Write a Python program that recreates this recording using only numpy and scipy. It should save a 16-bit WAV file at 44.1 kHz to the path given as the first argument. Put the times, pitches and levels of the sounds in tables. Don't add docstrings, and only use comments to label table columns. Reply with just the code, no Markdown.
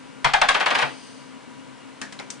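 import sys
import numpy as np
from scipy import signal
from scipy.fft import rfft, irfft
from scipy.io import wavfile

SR = 44100
rng = np.random.default_rng(int(sys.argv[2]) if len(sys.argv) > 2 else 0)


def unload_audio(sound):
    columns = np.transpose(np.atleast_2d(sound))
    steps = np.round(np.clip(columns, -1, 1) * 32767)
    wavfile.write(sys.argv[1], SR, steps.astype(np.int16))


N = 105840
T = np.arange(SR // 2) / SR
TOP_HZ = 10150

# (time [s], level [dB], rise [s], gap between contacts [s], chatter [0-1],
# tilt [dB/octave], tick [dB], ring [dB])
BOUNCES = [(0.2458, -5, 0.0013, 0.00093, 0.25, -0.5, -15.5, -8.5),
           (0.3372, -6, 0.00037, 0.001219, 0.41, 0, -10.5, -7.5),
           (0.416, -4.5, 0.0016, .00125, 0.23, -1, -12.5, -9.5),
           (0.4876, -5.5, 0.0011, 0.0019, 0.34, 1.5, -12, -8)]


def amp(db):
    return 10 ** (np.asarray(db) / 20)


def curve(points, hz):
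    freqs, values = np.transpose(points)
    return np.interp(np.log(hz + 1), np.log(freqs + 1), values)


def unit(x):
    return x / np.sqrt(np.mean(np.sum(x ** 2, -1)) + 1e-20)


def fade(t60):
    return np.exp(-np.log(1000) * T / t60)


def add(mix, at, sound):
    part = mix[:, round(at * SR):][:, :sound.shape[-1]]
    part += sound[..., :part.shape[1]]


def colour(x, points, tilt_db=0):
    hz = abs(np.fft.fftfreq(2048, 1 / SR))
    octaves = np.log2(np.clip(hz, 200, TOP_HZ) / 1000)
    log_gain = np.log(amp(curve(points, hz) + tilt_db * octaves))
    taps = np.fft.ifft(np.exp(signal.hilbert(log_gain).conj())).real
    return signal.fftconvolve(x, taps[None], axes=1)[:, :x.shape[1]]


def noise(size):
    # (frequency [Hz], correlation [0-1])
    likeness = [(40, 0.64), (150, 0.7), (600, 0.98), (1500, 0.49), (3000, .65), (9000, 0.15)]
    hz = np.fft.rfftfreq(size, 1 / SR)
    left, other = rfft(rng.standard_normal((2, size))) * (hz < TOP_HZ)
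    same = np.clip(curve(likeness, hz), -1, 1)
    return np.array([left, same * left + np.sqrt(1 - same ** 2) * other]), hz


def hiss(points):
    spectra, hz = noise(N)
    return np.sqrt(N) * unit(irfft(spectra * amp(curve(points, hz)), N))


def waver(centre_hz, width_hz):
    spectra, hz = noise(N)
    return np.sqrt(N) * unit(irfft(spectra / (1 + ((hz - centre_hz) / width_hz) ** 2), N))


def room_air():
    # (frequency [Hz], relative level [dB])
    air_eq = [(25, -30), (50, -32), (95, -25.5), (134, -4), (168, -12.5), (264, -4.5), (375, -13.5),
              (482, -11), (700, -18), (1050, -15), (1450, -19), (2930, -22.5), (5000, -29.5),
              (10000, -33.5)]
    return amp(-45) * hiss(air_eq)


def fan():
    # (frequency [Hz], level [dB])
    tones = [(262, -47.5), (974, -56), (1421, -60.5), (1561, -63.5), (2019, -66.5), (2272, -65),
             (2842, -63)]
    out = amp(-58) * waver(250, width_hz=12.5)
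    for hz, db in tones:
        tone = np.sin(2 * np.pi * (hz * np.arange(N) / SR + rng.random()))
        out += amp(db) * (tone + .4 * waver(hz, width_hz=7))
    return out


def clatter(rise_s, room_db, hold=1, room_rise_s=0.0057):
    # (frequency [Hz], hold [s])
    holds = [(700, 0.02), (2000, 0.0027), (5000, .002), (9000, 0.00086)]
    # (frequency [Hz], t60 [s])
    body_t60 = [(200, 0.062), (900, 0.18), (2000, 0.073), (4000, 0.032), (9000, 0.024)]
    # (frequency [Hz], t60 [s])
    room_t60 = [(150, 1), (900, 0.25), (3000, 0.31), (9000, 0.2)]
    spectra, hz = noise(len(T))
    centres = np.geomspace(150, 9600, 7)
    out = 0
    for centre, share in zip(centres, np.eye(len(centres))):
        band = irfft(spectra * curve(list(zip(centres, share)), hz), len(T))
        since_hold = np.maximum(T - rise_s - hold * curve(holds, centre), 0)
        body = np.minimum(T / rise_s, 1) * np.exp(-np.log(1000) * since_hold / curve(body_t60, centre))
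        room = amp(room_db) * np.minimum(T / room_rise_s, 1) * fade(curve(room_t60, centre))
        out = out + band * np.hypot(body, room)
    return out


def tick(wall_s=0.0036, wall_db=-3.5):
    # (frequency [Hz], relative level [dB])
    tick_eq = [(60, -63), (200, -38), (700, -2), (2000, 5), (4500, -0.5), (7000, -7), (10000, -16.5)]
    impulses = np.zeros((2, len(T)))
    impulses[:, 0] = 1
    impulses[:, round(wall_s * SR)] = amp(wall_db)
    return unit(colour(impulses, tick_eq))


def ring(modes, spread_rad=0.56):
    out = 0
    for hz, db, t60 in modes:
        phase = rng.uniform(0, 2 * np.pi) + spread_rad * rng.standard_normal((2, 1))
        out = out + amp(db) * fade(t60) * np.sin(2 * np.pi * hz * T + phase)
    return unit(out)


def object_ring(t60=.25):
    # (frequency [Hz], relative level [dB])
    modes = [(480, -9), (704, -3), (770, -.5), (879, -2), (1109, -3), (1170, -4), (1231, -4), (1512, -1),
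             (1670, -2), (1899, -4), (2078, -5), (2381, -4), (2514, -5), (2643, -6), (3203, -6)]
    return ring([(hz, db, t60) for hz, db in modes])


def bounces(chatter_t60=0.5, scatter=.05):
    # (frequency [Hz], gain [dB])
    bounce_eq = [(60, -38), (130, -19), (330, -18.5), (560, -6), (780, 4.5), (1050, 1.5), (1650, 4.5),
                 (2300, -0.5), (3500, -1), (5500, -12), (10000, -21.5)]
    out = np.zeros((2, N))
    for at, db, rise_s, gap_s, chatter, tilt_db, tick_db, ring_db in BOUNCES:
        body = unit(colour(clatter(rise_s, room_db=-5), bounce_eq, tilt_db))
        hit = body + amp(tick_db) * tick() + amp(ring_db) * object_ring()
        for k in range(-2, 3):
            touch = chatter ** abs(k) * fade(chatter_t60) if k else 1
            add(out, at + gap_s * (k + scatter * rng.standard_normal()), amp(db) * touch * hit)
    return out


def bench(thud_rise_s=0.02, bump_s=.004, bump_db=-34):
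    # (frequency [Hz], level [dB], t60 [s])
    modes = [(137.2, 8.5, 0.22), (246.4, -5, 0.29)]
    # (time [s], level [dB])
    pushes = [(0.245, -32), (0.339, -44), (0.49, -61.5), (0.753, -49), (.822, -35)]
    out = np.zeros((2, N))
    thud = sum(amp(db) * fade(t60) * np.sin(2 * np.pi * hz * T) for hz, db, t60 in modes)
    for at, db in pushes:
        add(out, at, amp(db) * np.minimum(T / thud_rise_s, 1) * thud)
    pulse = (T / bump_s) ** 2 * np.exp(-T / bump_s)
    mic_low_cut = signal.butter(1, 4, "high", fs=SR)
    bump = signal.lfilter(*mic_low_cut, pulse / pulse.max())
    for at, *_ in BOUNCES:
        add(out, at, -amp(bump_db) * bump)
    return out


def rocking(soften_s=.003):
    # (time [s], level [dB], base swell [s], tilt [dB/octave], tick [dB], ring [dB])
    rocks = [(0.5452, -8, 0.0023, 1, -16.5, -7), (0.601, -11.5, 0.0082, 2, -16, 1.5),
             (.6600, -7, 0.0013, 1.54, -21, -22), (.7060, -9.5, 0.0046, 1, -16.5, -4.5),
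             (0.7469, -8, 0.006, 1.7, -23, -42), (.7850, -13, 0.0039, 4, -17, 1),
             (.8168, -9.5, 0.0082, 1, -19, -5)]
    # (frequency [Hz], gain [dB])
    clack_eq = [(60, -49.5), (140, -12), (300, -8.5), (500, -2), (900, 3), (1300, 2.5), (1700, 3),
                (3000, -2), (4500, -11), (7000, -23), (10000, -26.5)]
    out = np.zeros((2, N))
    for at, db, swell_s, tilt_db, tick_db, ring_db in rocks:
        rise_s = swell_s + soften_s
        swell = np.sin(np.pi / 2 * np.minimum(T / rise_s, 1))
        clack = unit(colour(swell * clatter(rise_s, room_db=-1), clack_eq, tilt_db))
        add(out, at - soften_s / 2, amp(db) * (clack + amp(ring_db) * swell ** 2 * object_ring()))
        add(out, at, amp(db + tick_db) * tick())
    return out


def slide():
    # (frequency [Hz], relative level [dB])
    slide_eq = [(1500, -27.5), (3000, -0.5), (3700, -8), (4900, 2), (5600, -12), (6100, -0.5),
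                (6800, -10.5), (7500, -19.5), (8200, -3.5), (10000, -11.5)]
    # (time [s], level [dB])
    envelope = [(.85, -49), (.95, -50), (1.05, -49.5), (1.2, -54.5), (1.45, -75)]
    level_db = np.interp(np.arange(N) / SR, *np.transpose(envelope), left=-np.inf, right=-np.inf)
    return amp(level_db) * hiss(slide_eq)


def press():
    # (time [s], level [dB], tilt [dB/octave], tick [dB], ring pitch [Hz],
    # ring [dB], ring t60 [s], knock [dB])
    clicks = [(2.015, -24, 0.1, -14, 1730, -2, 0.24, -8),
              (2.1245, -32, -0.1, -8.5, 5100, -23, 0.031, -10.5),
              (2.19, -32.5, -4, -16, 3860, 0.5, .028, -26), (2.1970, -27.5, -3.5, -29, 2260, -8, 0.24, -9),
              (2.3027, -26.5, 4.5, -13, 6300, -4.5, 0.032, -10)]
    # (frequency [Hz], gain [dB])
    click_eq = [(100, -38), (400, -2), (1000, 1.5), (2400, 4), (3800, 1.5), (5300, 3.5), (7500, 1.5),
                (10000, -4.5)]
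    # (frequency [Hz], relative level [dB], t60 [s])
    frame_modes = [(205, -6, 0.6), (284, -6, .1)]
    out = np.zeros((2, N))
    for at, db, tilt_db, tick_db, ring_hz, ring_db, t60, knock_db in clicks:
        spectra, hz = noise(len(T))
        cluster = irfft(spectra / (1 + ((hz / ring_hz - 1) / .1) ** 2), len(T))
        ringing = amp(ring_db) * unit(cluster * fade(t60))
        body = unit(colour(clatter(rise_s=0.00091, room_db=-9, hold=0.26), click_eq, tilt_db))
        knock = amp(knock_db) * ring(frame_modes)
        add(out, at, amp(db) * (body + amp(tick_db) * tick() + ringing + knock))
    return out


def scene(hits_db=21):
    hits = bounces() + rocking() + press()
    return amp(hits_db) * hits + bench() + room_air() + slide() + fan()


def record(dry):
    # (frequency [Hz], left over right [dB])
    balance = [(40, 2.8), (150, 6.3), (350, 5.8), (700, 4.3), (1400, 2.4), (2800, 1.7), (5600, 3.7),
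               (10000, 4.6)]
    # (frequency [Hz], left lead [rad])
    left_lead = [(40, 0), (120, -2.4), (260, -2.3), (550, -1.6), (1050, -.9), (2000, -.35), (3200, -.1),
                 (10000, -.4)]
    size = N + SR
    hz = np.fft.rfftfreq(size, 1 / SR)
    left_port = amp(curve(balance, hz) / 2) * np.exp(.5j * curve(left_lead, hz))
    pair = irfft(rfft(dry, size) * np.array([left_port, 1 / left_port]), size)[:, :N]
    low_pass = signal.firwin(401, TOP_HZ, window=("kaiser", 8), fs=SR)
    return signal.oaconvolve(np.clip(pair, -.92, .92), low_pass[None], "same")


dry = scene()
out = record(dry)
unload_audio(out)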